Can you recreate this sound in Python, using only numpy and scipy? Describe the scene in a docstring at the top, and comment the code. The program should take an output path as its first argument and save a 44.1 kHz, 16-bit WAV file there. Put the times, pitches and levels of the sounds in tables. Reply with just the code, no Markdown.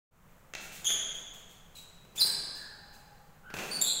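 """A large, hard-walled sports hall; one microphone hears a badminton player practise footwork.
Rubber soles stick and slip on the glossy floor in short squeaks, land with thuds, slaps and clicks,
and scuff between steps; a few faint, lower squeals sound among them.
The direct sound arrives first, then the walls draw it out into a long tail over a low rumble."""
import sys
import numpy as np
from scipy import signal
from scipy.fft import rfft, irfft
from scipy.io import wavfile

SR = 44100
rng = np.random.default_rng(int(sys.argv[2]) if len(sys.argv) > 2 else 0)


def transcribe(signal):
    """Save signal, clipped to [-1, 1], as a 16-bit WAV file at the path in sys.argv[1]."""
    frames = np.atleast_2d(signal).T
    limited = np.clip(frames, -1, 1)
    pcm = np.round(limited * 32767).astype(np.int16)
    wavfile.write(sys.argv[1], SR, pcm)


N = 176400  # 4 s

# Squeaks on the court: t/s, extra level towards the microphone/dB, length/s, first f/Hz, last f/Hz,
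# level/dB, wobble/share of f; then, against the fundamental: 2nd harmonic/dB, 3rd harmonic/dB, rasp/dB
SQUEAKS = [ (0.844, -3.5, 0.02, 3483, 3270, -35.5, 0.031, 4.5, -16, -4.5),
           (0.857, -3.5, 0.033, 3240, 3415, -27.5, 0.029, 0.5, -10.5, -28.5),
           (1.753, 0.5, .05, 4005, 3827, -54, 0.011, -6.5, -28, -20),
           (2.175, 5.5, 0.032, 3510, 3530, -42.5, 0.021, -4, -13, -9.5),
           (2.194, -6, 0.022, 4987, 4860, -26, 0.02, -10.5, -33, -17.5),
           (2.204, 1.5, 0.031, 4530, 4680, -29.5, 0.02, -6.5, -9.5, -11.5),
           (2.209, 8, 0.041, 4083, 4157, -31.5, 0.013, -19, -28, -22),
           (2.260, -3, 0.02, 4140, 4000, -29, .022, -4, -18, -7),
           (3.711, 2, .074, 4550, 4487, -39, 0.016, -7, -33, -15.5),
           (3.811, 0.5, 0.027, 3637, 3778, -37.5, 0.017, 11.5, 2, -5),
           (3.838, -5, 0.061, 3614, 4056, -31, 0.058, -6, -16, -24)]

def squeak(length, first_hz, last_hz, db, wobble, second_db, third_db, rasp_db):
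    """Rubber sticks and slips thousands of times a second; the rate glides and wobbles with the grip."""
    t, envelope = swell(length, rise_s=0.0039, fall_s=0.017)
    grip = drift(len(t), hz=260)
    hz = np.linspace(first_hz, last_hz, len(t)) * (1 + wobble * unit(grip - grip.mean()))
    phase = 2 * np.pi * np.cumsum(hz) / SR
    harmonics_db = [0, second_db, third_db, third_db - 5]
    tone = np.sqrt(2) * sum(amp(level) * np.sin(k * phase) for k, level in enumerate(harmonics_db, 1))
    tread_chatter = unit(1 + 0.31 * drift(len(t), hz=450))
    rasp = amp(rasp_db) * rng.standard_normal(len(t))
    shimmer = unit(amp(2 * drift(len(t), hz=260)))
    return amp(db) * envelope * shimmer * (tone * tread_chatter + rasp)


# Footfalls on the court: t/s, decay/s, thud level/dB, slap level/dB, click level/dB
FOOTFALLS = [(0.537, 0.0017, -49, -37, -34.5), (.551, 0.0025, -40, -31.5, -33),
             (.890, 0.012, -54.5, -43.5, -64), (.902, 0.011, -47.5, -36, -73.5),
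             (1.745, 0.0018, -49, -68, -72), (2.05, 0.0046, -51.5, -67, -65),
             (2.152, 0.015, -52, -69, -64.5), (2.247, 0.0046, -37.5, -45, -61.5),
             (3.502, 0.011, -49.5, -48, -80), (3.540, 0.0052, -33.5, -40, -40),
             (3.566, 0.028, -46, -45.5, -47.5), (3.586, 0.047, -41, -43.5, -46)]
# Spectra of the heel's thud, the sole's slap and its click: f/Hz, relative level/dB
THUD_SPECTRUM = [(30, -15), (55, -2), (100, -11), (180, 5), (280, -5), (410, -2.5), (750, -6), (1100, -7),
                 (2000, -24.5), (6000, -26.5)]
SLAP_SPECTRUM = [(200, -17), (600, -2.5), (1000, -9), (1400, -0.5), (2000, 1), (2550, 0), (3100, -13.5),
                 (5000, -8.5), (15000, -61.5)]
CLICK_SPECTRUM = [(500, -23.5), (2000, -22), (3500, 0.5), (5000, -9.5), (6500, -2.5), (9000, -20.5),
                  (15000, -25.5)]

def footfalls(ring_hz=2660, ring_decay_s=0.0018, knock_db=2):
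    """Each landing is a heel thud, a sole slap and a hard click that rings the stiff sole at one pitch."""
    thud, slap, click = np.zeros((3, N))
    for start, decay_s, thud_db, slap_db, click_db in FOOTFALLS:
        for track, db in ((thud, thud_db), (slap, slap_db), (click, click_db)):
            add(track, start, amp(db) * floor_contact(decay_s))
    t = np.arange(SR // 20) / SR
    ring = np.exp(-t / ring_decay_s) * np.sin(2 * np.pi * ring_hz * t)
    knock = amp(knock_db) * signal.oaconvolve(click, ring / np.linalg.norm(ring))[:N]
    return colour(thud, THUD_SPECTRUM) + colour(slap, SLAP_SPECTRUM) + colour(click, CLICK_SPECTRUM) + knock


def floor_contact(decay_s):
    """A brief, rough push on the floor with its energy spread evenly over all frequencies."""
    t = np.arange(SR // 4) / SR
    envelope = np.exp(-t / decay_s)
    phases = np.angle(rfft(envelope * rng.standard_normal(len(t))))
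    burst = irfft(np.exp(1j * phases), len(t)) * np.sqrt(envelope)
    return burst * np.linalg.norm(envelope) / np.linalg.norm(burst)


# Soles brushing the floor: t/s, length/s, level/dB
SCUFFS = [(0.605, 0.071, -52), (0.717, 0.077, -49.5), (1.139, 0.042, -57.5), (1.332, 0.044, -56),
          (1.49, 0.06, -61), (1.749, 0.057, -54), (2.155, 0.056, -44.5), (2.547, 0.049, -55),
          (2.925, 0.05, -60), (3.535, 0.27, -52)]
# Their hiss at the microphone: f/Hz, relative level/dB
SCUFF_SPECTRUM = [(300, -18), (1500, -19), (2600, 0), (5000, -6.5), (7200, 1), (10000, -8), (15000, -5)]

def scuffs(grain_db=0.5):
    """A sole slides without catching and gives a grainy hiss."""
    track = np.zeros(N)
    for start, length, db in SCUFFS:
        t, envelope = swell(length, rise_s=0.0086, fall_s=0.023)
        hiss = rng.standard_normal(len(t))
        grain = amp(grain_db * drift(len(t), hz=400))
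        add(track, start, amp(db) * envelope * unit(hiss * grain))
    return colour(track, SCUFF_SPECTRUM)


# Squeals, faint at the microphone: t/s, length/s, f/Hz, rms wander/Hz, level/dB, relative octave/dB
SQUEALS = [(2.208, .14, 1634, 55, -55, -26.5), (2.527, .17, 1639, 102.8, -55, -31),
           (2.658, 0.48, 826, 25.3, -67.5, -24), (3.43, .11, 1465, 69, -50, -18)]

def squeal(length, hz, wander_hz, db, octave_db):
    """A soft, unsteady tone with a weak octave, lower than the squeaks."""
    t, envelope = swell(length, rise_s=0.073, fall_s=0.016)
    pitch = hz + wander_hz * drift(len(t), hz=2 * wander_hz)
    phase = 2 * np.pi * np.cumsum(pitch) / SR
    return amp(db) * envelope * unit(np.sin(phase) + amp(octave_db) * np.sin(2 * phase))


# Reverberation of the hall: f/Hz, time to fall by 60 dB/s
HALL_DECAY = [(100, 1.7), (300, 2.03), (800, 2.45), (1700, 1.63), (3300, 1.347), (4600, 1.27),
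              (7000, 1.055), (10000, 0.8), (15000, 0.37)]

def wall_echoes(count=12, early_s=0.06, early_db=-3, build_s=0.026, tail_db=-1.5):
    """A few early reflections reach the microphone, then a dense tail whose treble dies first."""
    size = 2 * SR
    hz, t, spectra = signal.stft(rng.standard_normal(size), SR, nperseg=512)
    decay = amp(-60 * t / read(HALL_DECAY, hz)[:, None])
    tail = signal.istft(spectra * decay, SR, nperseg=512)[1][:size]
    tail *= 1 - np.exp(-np.arange(size) / SR / build_s)
    response = amp(tail_db) * tail / np.linalg.norm(tail)
    arrivals = (early_s * SR * (np.arange(count) + 1 + rng.random(count)) / count).astype(int)
    response[arrivals] += amp(early_db) * rng.choice([-1, 1], count) / np.sqrt(count)
    return response


def hall(sound, path_change_hz=9):
    """The echo paths change as the player moves: the sound swings between two sets at constant power."""
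    turn = 2 * np.pi * path_change_hz * np.arange(N) / SR
    shares = np.cos(turn), np.sin(turn)
    return sum(signal.fftconvolve(sound * share, wall_echoes())[:N] for share in shares)


# Room tone around the microphone: f/Hz, relative level per hertz/dB
ROOM_SPECTRUM = [(20, 11), (45, 0.5), (80, -0.5), (120, 0), (170, 3.5), (300, -13.5), (500, -7.5),
                 (780, -10.5), (1300, -10.5), (2500, -19), (5000, -29), (7000, -23), (10000, -29.5),
                 (15000, -24)]

def room_tone(db=-57):
    """The steady rumble and hiss of the hall."""
    return amp(db) * colour(rng.standard_normal(N), ROOM_SPECTRUM)


def amp(db):
    """Decibels to gain."""
    return 10 ** (np.asarray(db) / 20)


def unit(x):
    """Scales to rms 1."""
    return x / np.sqrt(np.mean(x ** 2) + 1e-20)


def read(points, hz):
    """Reads a table on a log-frequency axis."""
    f, value = np.transpose(points)
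    return np.interp(np.log(hz + 1), np.log(f + 1), value)


def add(mix, start_s, sound):
    """Mixes a sound in at a time."""
    part = mix[round(start_s * SR):][:len(sound)]
    part += sound[:len(part)]


def drift(count, hz):
    """Smooth random motion of rms about 1, up to a rate."""
    f = np.fft.rfftfreq(N, 1 / SR)
    spectrum = rfft(rng.standard_normal(N)) * np.exp(-(f / hz) ** 2)
    return unit(irfft(spectrum, N))[:count]


def swell(length, rise_s, fall_s):
    """Time axis and an envelope with rounded attack and release."""
    t = np.arange(0, length, 1 / SR)
    attack = np.sin(np.pi / 2 * np.clip(t / rise_s, 0, 1))
    release = np.sin(np.pi / 2 * np.clip((length - t) / fall_s, 0, 1))
    return t, attack * release


def colour(x, spectrum, size=4096):
    """Applies a causal filter of energy 1 with the given spectral shape."""
    hz = abs(np.fft.fftfreq(size, 1 / SR))
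    log_gain = np.log(amp(read(spectrum, hz)))
    minimum_phase = np.exp(np.conj(signal.hilbert(log_gain)))
    taps = np.fft.ifft(minimum_phase).real
    return signal.oaconvolve(x, taps / np.linalg.norm(taps))[:N]


def scene():
    """Shoes, their echo and the room tone in mono; some squeaks are aimed more at the microphone."""
    direct = footfalls() + scuffs()
    for start, *settings in SQUEALS:
        add(direct, start, squeal(*settings))
    into_hall = direct.copy()
    for start, aim_db, *settings in SQUEAKS:
        sound = squeak(*settings)
        add(direct, start, amp(aim_db) * sound)
        add(into_hall, start, sound)
    return (direct + hall(into_hall) + room_tone())[None]


def record(dry):
    """The microphone fades in, and its highest treble is cut off."""
    open_s, rise_s, cutoff_hz = 0.11, 0.21, 15800
    fade_in = np.sqrt(np.clip((np.arange(N) / SR - open_s) / rise_s, 0, 1))
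    lowpass = signal.firwin(511, cutoff_hz, window=("kaiser", 9), fs=SR)
    return signal.oaconvolve(dry * fade_in, lowpass[None], "same")


dry = scene()
out = record(dry)
transcribe(out)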